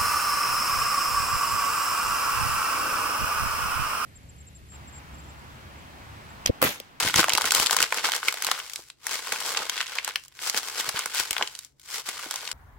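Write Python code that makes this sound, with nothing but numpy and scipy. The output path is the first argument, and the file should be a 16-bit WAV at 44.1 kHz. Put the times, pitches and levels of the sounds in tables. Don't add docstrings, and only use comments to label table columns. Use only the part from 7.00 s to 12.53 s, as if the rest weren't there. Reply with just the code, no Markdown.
import sys
import numpy as np
from scipy import signal
from scipy.fft import rfft, irfft, next_fast_len
from scipy.io import wavfile
from scipy.ndimage import uniform_filter1d

SR = 44100
rng = np.random.default_rng(int(sys.argv[2]) if len(sys.argv) > 2 else 0)


def output_pcm(signal):
    pcm = np.clip(np.atleast_2d(signal).T, -1, 1) * 32767
    wavfile.write(sys.argv[1], SR, np.round(pcm).astype(np.int16))


N = 243873


def from_db(db):
    return 10 ** (np.asarray(db) / 20)


def rms_one(x):
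    return x / np.sqrt(np.mean(x ** 2) + 1e-20)


def in_time(rows):
    s, *columns = np.transpose(rows)
    return [np.interp(np.arange(N) / SR, s, c) for c in columns]


def filtered(x, hz, kind, order=2):
    return signal.lfilter(*signal.butter(order, np.clip(hz, 20, .47 * SR), kind, fs=SR), x)


def coloured(x, spectrum):
    size = next_fast_len(N // 2 + 4096) * 2
    hz, db = np.transpose(spectrum)
    bins_hz = np.arange(size // 2 + 1) * SR / size
    gain_db = np.interp(np.log(bins_hz + 1), np.log(hz), db)
    cepstrum = irfft(np.log(from_db(gain_db)))[:size // 2]
    response = np.exp(2 * rfft(cepstrum, size))
    return rms_one(irfft(rfft(x, size) * response)[:, :N])


def add(out, s, sound):
    at = int(np.clip(round(s * SR), 0, N - 1))
    out[:, at:at + sound.shape[1]] += sound[:, :N - at]


def spread(clicks, lag_s):
    at = np.arange(len(clicks))
    lag = np.round(rng.normal(0, lag_s * SR, len(at))).astype(int)
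    late = np.clip(at + lag, 0, at[-1])
    return np.array([clicks, np.bincount(late, clicks, len(at))])


# (f/Hz, relative level/dB per Hz)
QUIET_ROOM = [(20, -29.5), (45, -7.5), (78, -3.5), (100, -14), (135, -1), (180, -17.5), (300, -12.5),
              (800, -24.5), (1700, -35.5), (8000, -47), (16000, -54.5)]


def room_tone(level_db=-68.5):
    return from_db(level_db) * coloured(spread(rng.standard_normal(N), 0.0012), QUIET_ROOM)


# (closed t/s, easing from t/s, letting go t/s, rustle level/dB)
HAND_GRIPS = [(0.0, 1.623, 1.895, -43), (2.062, 2.76, 3.24, -43), (3.43, 4.424, 4.659, -42),
              (5.09, 6.3, 5.56, -41.5)]
CLOSE_DB_PER_S, EASE_DB, LET_GO_DB_PER_S = 382, 16.5, 328
GRIP_BODY_DB, GRIP_EDGE_DB, EASED_BRIGHTER_DB = -8.5, 0.5, 5
# (peak t/s, rise t/s, fall t/s,
# rustle level/dB, hollow body relative level/dB, bright edge relative level/dB)
FOLD_SLIDES = [(0.0, .02, 0.021, -20.5, -9, -0.5), (0.05, 0.047, 0.065, -24, -8.5, 0),
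               (0.188, 0.044, 0.053, -20.5, -10, 0), (0.375, 0.17, 0.074, -36.5, 2, -2),
               (0.477, .055, 0.021, -25.5, -9.5, 0), (0.57, 0.051, 0.12, -23.5, -5, 2),
               (0.738, 0.045, 0.015, -27.5, -5, 1.5), (0.827, 0.072, 0.042, -26.5, -6, -4),
               (0.987, 0.076, 0.045, -30, -5.5, -2), (1.051, 0.025, 0.052, -26, -5, -2),
               (1.155, 0.047, 0.029, -28, -8.5, -1), (1.285, 0.058, 0.032, -31.5, -6.5, 1),
               (1.517, 0.14, 0.098, -33.5, -8, -2), (1.78, 0.073, 0.047, -53, -0.5, 9.5),
               (2.133, 0.07, .08, -31, -9, 1.5), (2.325, 0.094, 0.23, -35.5, -5.5, -0.5),
               (2.466, 0.045, 0.16, -32.5, -4, 3), (2.57, 0.028, 0.12, -34, -1, -14),
               (2.815, 0.14, 0.043, -34, -10.5, -6), (2.982, 0.13, 0.037, -35.5, -10, -7),
               (3.085, 0.083, 0.052, -37, -9.5, -15), (3.166, .008, 0.031, -53, 1.5, 3),
               (3.36, 0.14, .06, -64, -19, -3), (3.488, 0.089, .024, -32.5, -10, 3.5),
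               (3.58, 0.041, 0.026, -28, -6.5, 3), (3.67, 0.066, .09, -38.5, -6, 3),
               (3.802, 0.046, 0.017, -27.5, -8, 2), (3.881, 0.087, 0.022, -33, -9.5, -1),
               (3.967, 0.022, 0.067, -29, -11, -5.5), (4.178, 0.05, 0.078, -27, -17, 1),
               (4.416, 0.033, 0.028, -37.5, 6.5, -17), (4.86, 0.061, .05, -54.5, -14, 5.5),
               (4.941, 0.06, 0.073, -35.5, -12.5, 3.5), (5.001, 0.049, 0.014, -35.5, -6.5, 2.5),
               (5.086, 0.028, 0.023, -32, -14, 1), (5.32, 0.014, 0.048, -45, -16, 1)]
SLIDE_SWING_DB, SLIDE_CURVE = 14.5, 1.54


def squeeze():
    t = np.arange(0, N, 32) / SR
    parts = []
    for closed_s, ease_s, let_go_s, db in HAND_GRIPS:
        eased = np.interp(t, [ease_s, let_go_s], [0, 1])
        closing_db = CLOSE_DB_PER_S * np.maximum(closed_s - t, 0)
        letting_go_db = LET_GO_DB_PER_S * np.maximum(t - let_go_s, 0)
        level_db = db - closing_db - EASE_DB * eased - letting_go_db
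        brighter_db = EASED_BRIGHTER_DB * eased
        parts.append([level_db, level_db + GRIP_BODY_DB - brighter_db, level_db + GRIP_EDGE_DB + brighter_db])
    for s, rise_s, fall_s, db, body_db, edge_db in FOLD_SLIDES:
        from_peak = np.maximum((s - t) / rise_s, (t - s) / fall_s)
        level_db = db - SLIDE_SWING_DB * from_peak ** SLIDE_CURVE
        parts.append([level_db, level_db + body_db, level_db + edge_db])
    level, body, edge = 10 * np.log10(np.sum(from_db(parts) ** 2, axis=0) + 1e-20)
    return in_time(np.transpose([t, level, body - level, edge - level]))


# (f/Hz, relative level/dB per Hz)
PAPER_HISS = [(40, -30.5), (140, -27), (250, -15), (460, -6), (630, -9.5), (850, -4.5), (1100, -3),
              (1600, 0), (2600, 0.5), (5000, -1.5), (7500, -10), (10500, -13.5), (15500, -18)]


def rustle(rustle_db, body_db, edge_db, catches_per_s=6000, scatter_db=4, judder_db=3.0,
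           body_gain_db=-2.5, mid_gain_db=-1, edge_gain_db=-1):
    judder = rms_one(uniform_filter1d(rng.standard_normal(N), size=130))
    catches = (rng.random(N) < catches_per_s / SR) * rng.choice([-1, 1], N)
    sizes = from_db(scatter_db * np.clip(rng.standard_normal(N), -2, 2) + judder_db * judder)
    hiss = coloured(spread(catches * sizes, 8.5e-5), PAPER_HISS)
    body = rms_one(filtered(hiss, 1052, "low", order=3))
    middle = rms_one(filtered(hiss, [1200, 5000], "band", order=3))
    edge = rms_one(filtered(hiss, 6470, "high", order=3))
    return (from_db(rustle_db + body_db + body_gain_db) * body
            + from_db(rustle_db + mid_gain_db) * middle
            + from_db(rustle_db + edge_db + edge_gain_db) * edge)


def open_bag(rustle_db, flap_db=-18, boom_db=-19, boom_hz=330, closed_s=1.0, flaps_per_s=120):
    still_open = np.clip(1 - (np.arange(N) / SR / closed_s) ** 2, 0, 1)
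    flaps = spread((rng.random(N) < flaps_per_s / SR) * rng.standard_normal(N), 4e-4)
    air = from_db(flap_db) * rms_one(filtered(flaps, [36, 190], "band"))
    boom = from_db(boom_db) * rms_one(filtered(flaps, [boom_hz / 1.1, boom_hz], "band"))
    return from_db(rustle_db) * still_open * (air + boom)


LEAD_S = .003


def snap(hz, ring_db, crack_db, pan_db, shiver_db=-16, tear_db=-9, rise_s=0.00056, shiver_s=0.0023,
         width=1.313, upper=1.87, upper_db=-6, crack_hz=2900, top_hz=8000, span_s=0.0022, size=760):
    t = np.arange(size) / SR - LEAD_S
    shiver = spread(rng.standard_normal(size), 7e-5) * np.exp(np.minimum(t / rise_s, -t / shiver_s))
    kick = np.zeros((2, size))
    kick_at = round(LEAD_S * SR) + np.array([0, rng.integers(0, 4)])
    kick[[0, 1], kick_at] = rng.choice([-1, 1])
    flip = kick + from_db(shiver_db) * shiver
    band = hz * max(width, 1.05) ** np.array([-1, 1])
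    lower_mode = filtered(flip, band, "band", order=1)
    upper_mode = filtered(flip, min(upper, 14000 / hz) * band, "band", order=1)
    modes = lower_mode + from_db(upper_db) * upper_mode
    ring = filtered(filtered(modes, 2.24 * hz, "low"), 584, "high")
    tear = kick + from_db(tear_db) * shiver
    crack = filtered(filtered(tear, crack_hz, "high"), top_hz, "low", order=1)
    sound = from_db(ring_db) * rms_one(ring) + from_db(crack_db) * rms_one(crack)
    return sound * np.sqrt(span_s * SR / size) * from_db([[pan_db / 2], [-pan_db / 2]])


# (t/s, facet pitch f/Hz, facet ring level/dB, sharp crack level/dB, left-right level/dB)
SINGLE_CREASES = [(0.002, 2400, -30, -19.5, -1), (0.0765, 2300, -20, -31, 1), (0.098, 1510, -23, -39, -3),
                  (0.1417, 1800, -13.5, -17, 0.5), (0.1598, 5400, -12.5, -20, -2.5),
                  (0.1916, 710, -24, -23, 7), (0.195, 1820, -14.5, -36, -3), (0.2298, 1060, -17.5, -29, -3),
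                  (0.2426, 1290, -12, -18.5, -0.5), (0.2838, 820, -17.5, -23, -0.5),
                  (0.295, 4630, -21, -16, 2), (0.3021, 2440, -17, -39, 1), (0.322, 2890, -20, -44, 2),
                  (0.335, 474, -49.5, -12.5, -3.5), (0.3512, 3240, -19, -15, -3),
                  (0.3756, 4700, -14.5, -41, 1), (0.3813, 1190, -14.5, -15.5, -2),
                  (0.4111, 1050, -20.5, -20, 1), (0.419, 5100, -19, -30, -2), (0.4424, 1700, -21.5, -26, 3),
                  (0.4555, 2010, -43, -17.5, -6), (0.5081, 3900, -17.5, -17, -3),
                  (0.52, 1450, -17, -10, -0.5), (0.5489, 1380, -38, -10, 2), (0.599, 690, -25, -13.5, 4.5),
                  (0.6618, 4300, -23.5, -15.5, -4.5), (0.669, 4130, -18, -32, 10),
                  (0.697, 1510, -20, -34, 1), (0.7096, 900, -20, -12.5, 1.5), (0.7292, 800, -20.5, -16, 1),
                  (0.746, 1510, -25, -34, 8), (0.7666, 1150, -16.5, -10.5, -0.5),
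                  (0.7879, 2860, -19, -39, 8), (0.805, 1930, -16.5, -17, -1), (0.8181, 6600, -38, -19, -8),
                  (0.827, 4280, -17, -10.5, 0.5), (0.924, 990, -14, -21.5, -2),
                  (0.944, 1440, -25.5, -21.5, 0), (0.9845, 2530, -22, -37, -2),
                  (1.0439, 1170, -20, -31, -3), (1.0542, 2550, -17.5, -41, 0), (1.069, 4820, -24, -39, -6),
                  (1.0888, 816, -21, -24, -3), (1.1196, 3150, -22.5, -18.5, -4),
                  (1.136, 1890, -18.5, -28, 0), (1.1504, 1600, -24, -19, -1), (1.1634, 1890, -35, -20, -1),
                  (1.2305, 1630, -22.5, -33, -3), (1.2837, 2500, -11, -16, -2.5),
                  (1.3252, 980, -28.5, -23.5, 0), (1.3412, 730, -32, -24.5, -2),
                  (1.3726, 2100, -28.5, -30, 0), (1.423, 1830, -24, -17.5, 2), (1.447, 1310, -27, -17.5, 3),
                  (1.4676, 450, -30, -17, -3.5), (1.4876, 910, -23, -43, 0), (1.5149, 1110, -16, -16.5, -1),
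                  (1.5146, 3730, -18.5, -30, 1), (1.59, 1900, -30, -29.5, 2), (1.6009, 2500, -27, -52, -2),
                  (1.6977, 3540, -43, -30.5, 3), (1.735, 7000, -33, -31, 3), (1.7594, 5140, -24, -41, -4),
                  (1.9013, 4240, -33.5, -58, -1.5), (2.0681, 1700, -21.5, -17.5, 1),
                  (2.271, 1240, -29.5, -30, 0), (2.3218, 2350, -18.5, -22.5, 3),
                  (2.3246, 1580, -27, -20, -6), (2.404, 2500, -37, -23.5, 1), (2.5488, 2010, -24, -44, -2),
                  (2.5725, 3300, -17.5, -36, -6), (2.6966, 3360, -22, -17.5, 0),
                  (2.7778, 2760, -23.5, -51, 2), (2.8061, 2070, -20, -55, 0),
                  (2.8122, 2980, -19.5, -50, -2), (2.8675, 3200, -29, -42, -2),
                  (2.954, 1510, -36, -28.5, -2), (2.9856, 2360, -16.5, -35, -1),
                  (3.047, 5900, -20.5, -42, -3), (3.0779, 1170, -23, -22.5, -1), (3.09, 1900, -40, -28, 2),
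                  (3.1086, 1940, -33, -43, -3), (3.1582, 2580, -15, -20, -0.5),
                  (3.238, 6600, -40.5, -62, -5), (3.2504, 6030, -43, -55, -4), (3.2593, 1310, -54, -47, -1),
                  (3.282, 6750, -41, -64, -3), (3.3238, 2600, -52, -51, -3), (3.3911, 1950, -33, -54, -2),
                  (3.498, 5860, -16, -34, -3), (3.5457, 2310, -21, -24.5, 2),
                  (3.5755, 3170, -19.5, -30, -4), (3.808, 1980, -26, -23, -2),
                  (3.891, 480, -35, -16.5, -2.5), (3.992, 1240, -23, -17.5, -1),
                  (4.0588, 1800, -22, -18.5, -4), (4.148, 1440, -29, -21.5, 4),
                  (4.1985, 870, -32, -19.5, 8), (4.3088, 2760, -26, -15.5, 1.5),
                  (4.3301, 2440, -25, -21.5, 0), (4.3661, 1480, -19, -30, 2), (4.3813, 2840, -23, -25.5, 5),
                  (4.4116, 780, -19.5, -46, -2), (4.425, 2800, -15.5, -29, 2.5),
                  (4.475, 4230, -27, -38, -1), (4.5517, 5050, -32, -39, -3), (4.5904, 5230, -27.5, -58, -3),
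                  (4.6481, 7130, -36.5, -60, 3), (4.797, 2460, -59.5, -44, 0.5),
                  (4.816, 6000, -52, -51.5, 0), (5.0892, 2260, -27, -22.5, 0), (5.1925, 1710, -30, -35, 2),
                  (5.2334, 1530, -34.5, -43, -2), (5.3104, 1340, -28.5, -19.5, -4),
                  (5.3405, 1260, -30, -25.5, -1), (5.359, 5700, -23, -42, -3), (5.476, 3080, -25.5, -48, 3),
                  (5.515, 4730, -21.5, -44, -1)]


def creases():
    out = np.zeros((2, N))
    for s, *facet in SINGLE_CREASES:
        add(out, s - LEAD_S, snap(*facet))
    return out


def crinkles(rustle_db, edge_db, count=700, ring_db=-3, crack_db=-6.0, scatter_db=5.5,
             facet_hz=1700, slide_damping=2.9, firmest_db=-29):
    out = np.zeros((2, N))
    squeeze_db = np.minimum(rustle_db, firmest_db) - slide_damping * np.clip(edge_db, 0, 6)
    times = rng.integers(0, N, count)
    characters = np.clip(rng.standard_normal((count, 4)), -2, 2)
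    for at, (strength, pitch, edge, side) in zip(times, characters):
        db = squeeze_db[at] + scatter_db * strength
        hz = facet_hz * np.exp(.5 * pitch)
        add(out, at / SR, snap(hz, db + ring_db, db + crack_db + 1.2 * edge, 2.1 * side))
    return out


# (t/s, knock level/dB, soft push level/dB)
WAD_FOLDS = [(0.049, -24, -37), (0.159, -31, -27.5), (0.173, -27, -40.5), (0.191, -12, -40),
             (0.336, -42, -41), (0.35, -22.5, -48), (0.445, -25, -63), (0.598, -22, -41.5),
             (0.828, -29, -43.5), (1.468, -44, -52), (1.791, -36.5, -69), (2.324, -23.5, -51),
             (2.601, -28, -53), (3.544, -22, -56), (3.88, -30, -46.5), (3.943, -31.5, -41.5),
             (4.06, -31, -56), (4.199, -29, -46), (4.308, -28.5, -43), (5.084, -30, -55.5),
             (5.262, -29, -79)]
LOOSE_KNOCK_HZ, TIGHT_KNOCK_HZ, TIGHTEN_S = 400, 476, 0.59


def thumps(knock_gain_db=-1, push_gain_db=8.0, push_hz=115, decay_s=0.004, push_decay_s=0.0044, size=3000):
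    out, t = np.zeros((2, N)), np.arange(size) / SR
    for s, knock_db, push_db in WAD_FOLDS:
        hz = np.interp(s, [0, TIGHTEN_S], [LOOSE_KNOCK_HZ, TIGHT_KNOCK_HZ])
        burst = spread(rng.standard_normal(size), 0.00023) * np.exp(-t / decay_s)
        knock = filtered(burst, [hz / 1.76, hz * 1.67], "band")
        this_push_hz = push_hz * rng.lognormal(0, 0.4)
        push = filtered(np.sin(2 * np.pi * this_push_hz * t) * np.exp(-t / push_decay_s), 48, "high")
        knock = from_db(knock_db + knock_gain_db) * knock / np.abs(knock).max()
        add(out, s, knock + from_db(push_db + push_gain_db) * push)
    return out


# (f/Hz, width f/Hz, boost level/dB)
HAND_HOLLOWS = [(443, 6.7, 2), (870, 79, 3), (1044, 37, 3.5), (1402, 350, 3), (2168, 85, 4.5),
                (3116, 450, 2.5), (7600, 260, 5)]


def hollows(x):
    for hz, width_hz, boost_db in HAND_HOLLOWS:
        resonance = signal.lfilter(*signal.iirpeak(hz, hz / width_hz, fs=SR), x)
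        x = x + (from_db(boost_db) - 1) * resonance
    return x


def room(x, wall_hz=7000, wall_db=-17.5, wall_t60_s=0.22, table_db=-15, table_s=0.0038, size=22000):
    t = np.arange(size) / SR
    near = spread(rng.standard_normal(size), 0.00014) * np.exp(-t / table_s) * (t > .0018)
    far = filtered(spread(rng.standard_normal(size), 0.00066), wall_hz, "low", order=1)
    far = far * from_db(-60 * t / wall_t60_s) * (t > .006)
    echoes = (from_db(table_db) * rms_one(near) + from_db(wall_db) * rms_one(far)) / np.sqrt(size)
    return x + signal.fftconvolve(x, echoes, axes=1)[:, :N]


def scene(paper_db=-1.5):
    rustle_db, body_db, edge_db = squeeze()
    paper = rustle(rustle_db, body_db, edge_db) + open_bag(rustle_db)
    paper = paper + creases() + crinkles(rustle_db, edge_db) + thumps()
    return room(from_db(paper_db) * hollows(paper)) + room_tone()


def record(dry, left_db=1.14, right_dull_hz=11500, cutoff_hz=15900):
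    left = from_db(left_db) * dry[0]
    right = filtered(dry[1], right_dull_hz, "low", order=1)
    top_cut = signal.ellip(10, .1, 80, cutoff_hz, fs=SR, output="sos")
    return signal.sosfilt(top_cut, np.array([left, right]))


dry = scene()
out = record(dry)
output_pcm(out)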